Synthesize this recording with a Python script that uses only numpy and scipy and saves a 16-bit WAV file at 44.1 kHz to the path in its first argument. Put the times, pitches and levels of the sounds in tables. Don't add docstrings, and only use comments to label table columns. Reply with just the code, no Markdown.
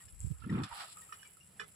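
import sys
import numpy as np
from scipy import signal
from scipy.fft import rfft, irfft, next_fast_len
from scipy.io import wavfile
from scipy.ndimage import uniform_filter1d

SR = 44100
rng = np.random.default_rng(int(sys.argv[2]) if len(sys.argv) > 2 else 0)


def dump(signal):
    limited = np.clip(np.atleast_2d(signal).T, -1, 1)
    pcm = np.round(limited * 32767).astype(np.int16)
    wavfile.write(sys.argv[1], SR, pcm)


N = 77175
T = np.arange(N) / SR


def undb(db):
    return 10 ** (np.asarray(db) / 20)


def unit(x):
    return x / np.sqrt(np.mean(x ** 2))


def pan(db):
    return undb(np.array([db, -db]).reshape(2, -1) / 2)


def colour(x, table, column=1):
    points, size = np.array(table, float), next_fast_len(N + 8192) * 2
    hz = np.maximum(np.arange(size // 2 + 1) * SR / size, 1)
    gain = undb(np.interp(np.log(hz), np.log(points[:, 0]), points[:, column]))
    cepstrum = irfft(np.log(gain))
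    cepstrum[1:size // 2] *= 2
    cepstrum[size // 2 + 1:] = 0
    return irfft(rfft(x, size) * np.exp(rfft(cepstrum)))[..., :N]


def swell(table, column=1):
    points = np.array(table, float)
    return undb(np.interp(T, points[:, 0], points[:, column], left=-np.inf, right=-np.inf))


def fade(t, t60):
    return np.exp(-np.log(1000) * t / t60)


def steady(x, span_s):
    return x / np.sqrt(uniform_filter1d(x ** 2, max(int(span_s * SR), 2), axis=-1) + 1e-18)


def add(out, s, x):
    i = int(np.clip(s * SR, 0, N - 1))
    out[:, i:i + x.shape[-1]] += x[..., :N - i]


def wander(hz, shape):
    lowpass = signal.butter(2, hz, fs=SR, output="sos")
    real, imag = (unit(signal.sosfilt(lowpass, rng.standard_normal(shape))) for _ in range(2))
    return real + 1j * imag


def resonance(hz, width_hz):
    stir = wander(width_hz, (3, N))
    carrier = np.exp(2j * np.pi * np.cumsum(np.broadcast_to(hz, N)) / SR)
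    return np.imag((stir[0] + .7 * stir[1:]) * carrier) / 1.22


def patter(per_s, spread_db, lag_samples=16):
    when, size, polarity, side, *lags = rng.random((int(per_s * N / SR), 6)).T
    strength = undb(spread_db * np.minimum(-np.log(1 - size), 5)) * np.sign(polarity - .5)
    out = np.zeros((2, N))
    for port in range(2):
        at = (when * (N - lag_samples) + lags[port] * lag_samples).astype(int)
        out[port] = np.bincount(at, strength * (.5 + abs(port - side)), N)
    return unit(out)


def scatter(x, db, t60):
    t = T[:SR // 4]
    tail = rng.standard_normal((2, len(t))) * fade(t, t60) * (1 - np.exp(-(t / 0.0033) ** 2))
    tail /= np.sqrt(np.sum(tail ** 2, axis=1, keepdims=True))
    return x + undb(db) * signal.fftconvolve(x, tail, axes=1)[:, :N]


# t/s, level/dB, pan before narrowing/dB
SPRAY_SWEEP = [(0.0, -54, 6), (0.062, -58.5, 4), (0.13, -60, -2.0), (0.18, -61, 6.5), (0.208, -55.5, -9),
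               (0.214, -54.5, 4.5), (0.36, -59, 0.5), (0.452, -66.5, -13), (0.544, -64.5, -2.5),
               (0.622, -65, -2), (0.638, -55.5, -5), (0.672, -64.5, -3), (0.744, -55, -6.5),
               (0.994, -55, 2.5), (1.568, -63.5, -4.5), (1.594, -57.5, 1), (1.656, -65, -3),
               (1.75, -58.5, 2.5)]
# f/Hz, left/dB, right/dB
SPRAY_EQ = [(655, -14.5, -17), (2700, -10.5, -11.5), (3820, -20, -29), (5570, -11, -10), (6700, -28, -37.5),
            (6850, -17, -10), (7314, 8, -14.5), (7920, 5.5, 6), (9080, -5, -37), (9330, -4, -20.5),
            (9770, -52.5, 4), (10530, -3, 4.5), (11490, -51, -3), (10740, -38, -5.5), (12250, -55, -7.5),
            (14400, -32, -47)]
def spray(trim_db=-1, mist_db=-6.5, pan_width=0.64):
    drops = unit(scatter(patter(per_s=1900, spread_db=3.95), db=-3, t60=.012))
    drops = drops + undb(mist_db) * rng.standard_normal((2, N))
    hiss = unit(np.array([colour(drops[port], SPRAY_EQ, column=port + 1) for port in range(2)]))
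    s, db, side = np.array(SPRAY_SWEEP).T
    return hiss * undb(trim_db + np.interp(T, s, db)) * pan(pan_width * np.interp(T, s, side))


# t/s, level/dB
CRACKLE_RIDE = [(0, -70), (.1, -81), (.3, -87), (.45, -108), (.68, -98), (.76, -66.5), (.82, -71),
                (.9, -72), (1.0, -69.5), (1.14, -73), (1.3, -72), (1.42, -86), (1.5, -78), (1.65, -86),
                (1.69, -69), (1.75, -88)]
# f/Hz, gain/dB
CRACKLE_EQ = [(3000, -1), (9000, -22), (10300, 0), (11500, -5), (13000, -2), (15500, -12)]
def crackle():
    drops = unit(colour(patter(per_s=2200, spread_db=2.9), CRACKLE_EQ))
    return drops * swell(CRACKLE_RIDE) * pan(-14.5)


# t/s, body/dB, treble/dB
SPLASH_RIDE = [(.40, -83, -69), (.445, -67, -76), (.486, -66, -76), (.505, -54.5, -78), (.53, -50, -66),
               (.595, -42.5, -78), (.628, -49.5, -71), (.66, -51.5, -60.5), (.704, -54, -65.5),
               (.735, -49, -60.5), (.76, -52.5, -55.5), (.81, -45, -49), (.832, -47, -53),
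               (.86, -56, -59.5), (.93, -75, -58), (.98, -59.5, -94)]
# f/Hz, left/dB, right/dB
SPLASH_EQ = [(440, -27, -22.5), (720, -4, -14.5), (1286, -4, 8.5), (1780, -12.5, -8.5), (3350, -8, -3.5),
             (4400, -3.5, -7), (5360, -10, -5), (5740, -29, -15.5), (7300, -32, -18), (7820, -12, -3),
             (9200, -18, -25.5), (12000, -37, -41.5)]
def splash(crossover_hz=2200, body_db=-4.5, treble_db=0.5):
    drops = patter(per_s=3500, spread_db=1)
    wet = np.array([colour(drops[port], SPLASH_EQ, column=port + 1) for port in range(2)])
    bands = (signal.butter(4, crossover_hz, kind, fs=SR, output="sos") for kind in ("low", "high"))
    body, treble = (unit(signal.sosfilt(band, wet)) for band in bands)
    body *= swell(SPLASH_RIDE) * undb(body_db)
    treble *= swell(SPLASH_RIDE, column=2) * undb(treble_db)
    return body + treble


# f/Hz, level/dB, t60/s
DRUM_MODES = [(128.6, 2.5, 0.057), (193, 0.5, 0.078), (219, -1, 0.084), (299.6, -2.5, 0.079),
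              (366.2, -8, 0.071)]
# t/s, relative peak/dB
THUMP_CUES = [(.465, -28.5), (.494, -23), (.519, -19), (.545, -18.5), (0.574, -18.5), (.599, -26),
              (.624, -33)]
# t/s, level/dB
RUMBLE_RIDE = [(.40, -71), (.44, -50), (.468, -34.5), (.485, -51), (.52, -26), (.55, -34.5), (.6, -31),
               (.645, -40.5), (.68, -63.5)]
# f/Hz, gain/dB
RUMBLE_EQ = [(25, -49), (60, -3), (110, 7.5), (180, 5), (320, -4.5), (400, -14.5), (520, -18), (900, -76)]
def rumble(attack_s=0.013, thump_db=-6.5, noise_db=-4, left_lag_s=0.00038):
    thumps, t = np.zeros((1, N)), T[:SR // 6]
    ring = sum(undb(db) * fade(t, t60) * np.sin(2 * np.pi * hz * t) for hz, db, t60 in DRUM_MODES)
    ring *= 1 - np.exp(-t / attack_s)
    for s, db in THUMP_CUES:
        add(thumps, s, undb(db + thump_db) * ring / abs(ring).max())
    noise = steady(colour(rng.standard_normal(N), RUMBLE_EQ), span_s=0.0307)
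    right = thumps[0] + noise * swell(RUMBLE_RIDE) * undb(noise_db)
    return np.array([np.interp(T - left_lag_s, T, right), right])


# t/s, f/Hz, level/dB, pan/dB, t60/s
PLOP_CUES = [(.002, 1888, -66.5, -18, 0.1), (0.419, 1333, -58.5, -23, 0.067), (0.442, 1331, -56, -20, 0.06),
             (.494, 1884, -42, 1.5, 0.03), (.633, 3506, -47.5, -1, .05), (.711, 928, -42.5, -10, 0.062),
             (.883, 1260, -55, -8, 0.039), (0.968, 1250, -54.5, -20, 0.055), (.99, 1273, -58, -9, 0.049),
             (1.017, 1870, -58, 2, 0.11), (1.088, 1284, -61, -14, .05), (1.122, 1245, -48.5, -18, 0.028),
             (1.187, 2945, -64, -8, 0.42), (1.227, 1623, -53.5, -6, 0.024), (1.25, 2341, -61, 11, 0.1),
             (1.368, 1310, -61, -6, 0.022), (1.404, 2800, -61, 9, 0.16), (1.595, 1700, -35, -3.5, 0.013),
             (1.631, 1314, -52.5, -5, 0.032)]
def plops(attack_s=.004, wobble_hz=90, overtone_ratio=2.02, overtone_db=-16, spatter_db=-23.5):
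    out, t = np.zeros((2, N)), T[:SR // 5]
    spatter = unit(colour(patter(per_s=1500, spread_db=3.5), SPLASH_EQ, column=2))
    for s, hz, db, side, t60 in PLOP_CUES:
        env = (1 - np.exp(-(t / attack_s) ** 2)) * fade(t, t60)
        wobble = 1 + .35 * wander(wobble_hz, (2, len(t)))
        turn = 2j * np.pi * hz * t
        tone = np.imag(wobble * (np.exp(turn) + undb(overtone_db) * np.exp(overtone_ratio * turn)))
        tone += undb(spatter_db) * np.roll(spatter, -int(s * SR), axis=1)[:, :len(t)]
        add(out, s, undb(db) * pan(side) * env / env.max() * tone)
    return scatter(out, db=-7, t60=0.13)


# f/Hz, level/dB, t60/s
TRAY_MODES = [(415, -19.5, .15), (450.7, -20.5, .13), (1075, -15, 0.081), (1305, -21.5, 0.22),
              (1518, -9, 0.1), (1780, 4, 0.056), (2064, -11, 0.18), (2420, -2, 0.074), (2970, -3.5, 0.087),
              (3400, -13.5, 0.15), (5380, -7.5, 0.072), (5614, -7, 0.06), (7400, -10.5, 0.089),
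              (8400, -39, 0.077)]
# t/s, level/dB, pan/dB, tilt/(dB per octave), ring/dB
SLAP_CUES = [(0.08, -58.5, 2, 4, 0), (.437, -52, 3.5, -6, 0.5), (.497, -52, 2, -4, 5.5),
             (0.6333, -35, -1, 1.5, -8.5), (1.123, -47.5, 6.5, -1, 1.5), (1.141, -52.5, -1, 1, -2),
             (1.2265, -57, 0, 2.5, 5), (1.246, -62.5, -11, 0, 2), (1.597, -39, -5.5, -2.5, 3.5),
             (1.612, -48, -7.5, -5, 6), (1.632, -51, -4, -1, -3)]
def slaps(attack_s=.002, pivot_hz=2000, spatter_db=-3):
    out, t = np.zeros((2, N)), T[:SR // 4]
    hz, mode_db, t60 = np.array(TRAY_MODES).T[:, :, None]
    for s, db, side, tilt, ring_db in SLAP_CUES:
        gain = undb(mode_db + tilt * np.log2(hz / pivot_hz))
        phase = rng.random((2, len(TRAY_MODES), 1))
        detune = 1 + 0.024 * rng.standard_normal(hz.shape)
        modes = gain * fade(t, t60) * np.sin(2 * np.pi * (hz * detune * t + phase))
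        ring = np.sum(modes, axis=1) / np.sqrt(np.sum(gain ** 2) / 2)
        tilted_eq = [(f, right + tilt * np.log2(f / pivot_hz)) for f, _, right in SPLASH_EQ]
        noise = unit(colour(rng.standard_normal((2, N)), tilted_eq))
        spatter = noise[:, :len(t)] * fade(t, t60=0.085)
        hit = undb(ring_db) * ring + undb(spatter_db) * spatter
        add(out, s, undb(db) * pan(side) * hit * (1 - np.exp(-t / attack_s)))
    return out


# t/s, f/Hz, peak/dB, pan/dB
TICK_CUES = [(.101, 10600, -54, -17), (.124, 10400, -49, -16), (.2042, 7740, -33.5, 6),
             (0.282, 8000, -49.5, 16), (.748, 10550, -44.5, -12), (.829, 10600, -51, -6),
             (0.902, 7900, -46, -1), (0.971, 7800, -57, -6), (1.003, 7800, -42.5, 2),
             (1.021, 7560, -49, -2), (1.275, 7720, -44.5, 0), (1.31, 10040, -47.5, -8),
             (1.4755, 8400, -55, 5), (1.681, 10360, -46, -7), (1.6867, 8200, -59, 11),
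             (1.704, 8140, -56.5, 20)]
def ticks(attack_s=.00045):
    out, t = np.zeros((2, N)), T[:SR // 50]
    env = (1 - np.exp(-(t / attack_s) ** 2)) * fade(t, t60=0.0028)
    for s, hz, db, side in TICK_CUES:
        add(out, s, undb(db) * pan(side) * env / env.max() * np.sin(2 * np.pi * hz * t))
    return scatter(out, db=-6.5, t60=0.11)


# t/s, level/dB
TRICKLE_RIDE = [(0, -62), (.14, -85), (.38, -66.5), (.46, -67), (.9, -86), (1.05, -67.5), (1.15, -68),
                (1.26, -67), (1.33, -89), (1.55, -68.5), (1.64, -66), (1.7, -92), (1.75, -67)]
def water_flow(splash_db, trickle_db):
    return swell(SPLASH_RIDE) * undb(splash_db) + swell(TRICKLE_RIDE) * undb(trickle_db)


def bubbles(per_s=600, low_hz=754, high_hz=3705, t60_cycles=45, spread_db=9, tilt_db=1.5):
    out, t = np.zeros((2, N)), T[:SR // 12]
    attack = 1 - np.exp(-t / 0.00033)
    for when, pitch, size, side, lag in rng.random((int(per_s * N / SR), 5)):
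        hz = low_hz * (high_hz / low_hz) ** pitch
        port_phase = np.array([[0], [1.3 * (lag - .5)]])
        ring = np.sin(2 * np.pi * (hz * t + port_phase)) * fade(t, t60_cycles / hz)
        gain = undb(spread_db * size + tilt_db * pitch) * pan(12 * (side - .5))
        add(out, when * N / SR, gain * ring * attack)
    return steady(out, span_s=0.045) * water_flow(splash_db=-5.5, trickle_db=-5)


# f/Hz, half width/Hz, level/dB
CAVITY_MODES = [(1271, 48, 8), (1797, 94, 3), (2450, 89, -2.5), (3105, 44, -15.5), (4380, 23, -14),
                (5460, 220, -18)]
def cavities():
    ring = unit(sum(undb(db) * resonance(hz, width) for hz, width, db in CAVITY_MODES))
    return ring * water_flow(splash_db=-11.5, trickle_db=-10)


# t/s, f/Hz, level/dB
GURGLE_GLIDE = [(0.699, 960, -84), (0.726, 909, -58), (.76, 836.7, -57), (.80, 767, -63), (.84, 689, -60),
                (.875, 640, -69.5), (.91, 615, -87)]
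def gurgle():
    s, hz, _ = np.array(GURGLE_GLIDE).T
    ring = resonance(np.interp(T, s, hz), width_hz=80)
    return steady(ring, span_s=0.053) * swell(GURGLE_GLIDE, column=2)


# t/s, half length/s, left/dB, right/dB, centre f/Hz
PUFF_CUES = [(0.061, 0.021, -72, -53, 85), (0.15, 0.035, -45.5, -69, 52), (.222, 0.022, -45.5, -38, 64.2),
             (0.247, 0.0076, -61, -27.5, 99), (0.27, 0.016, -49, -32.5, 90.5),
             (0.316, 0.012, -58, -29, 110), (0.337, 0.03, -49, -44.5, 71), (0.432, 0.053, -85, -45.5, 82),
             (0.719, 0.016, -66, -50, 67)]
# f/centre f, gain/dB
PUFF_EQ = [(.2, -23), (.5, -12.5), (.8, 6), (1.3, 1.5), (2.1, -19.5), (3.4, -31), (6.5, -56), (13, -58)]
def puffs():
    out = np.zeros((2, N))
    for s, half_s, left, right, hz in PUFF_CUES:
        eq = [(ratio * hz, db) for ratio, db in PUFF_EQ]
        eddy = steady(colour(rng.standard_normal((2, N)), eq), span_s=0.0218)
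        out += eddy * undb([[left], [right]]) * np.exp(-((T - s) / half_s) ** 2)
    return out


# f/Hz, gain/dB
AIR_EQ = [(20, -11), (50, -4.5), (90, -1), (180, 0.5), (270, -16), (500, -15.5), (1000, -24), (2000, -22),
          (5000, -27), (15000, -44)]
# t/s, level/dB
AIR_RIDE = [(0, -68), (.8, -72.5), (1.0, -69), (1.35, -69.5), (1.5, -66), (1.63, -62), (1.75, -69.5)]
def air(width=0.34):
    mid, side = unit(colour(rng.standard_normal((2, N)), AIR_EQ))
    return swell(AIR_RIDE) * (mid + width * side * np.array([[1], [-1]]))


def scene():
    water = spray() + crackle() + splash() + bubbles() + gurgle() + cavities()
    drops = plops() + slaps() + ticks()
    return water + drops + rumble() + puffs() + air()


def record(dry, low_cut_hz=45, high_cut_hz=15750):
    thin = signal.sosfilt(signal.butter(3, low_cut_hz, "high", fs=SR, output="sos"), dry)
    return signal.sosfilt(signal.ellip(10, .2, 70, high_cut_hz, fs=SR, output="sos"), thin)


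dry = scene()
out = record(dry)
dump(out)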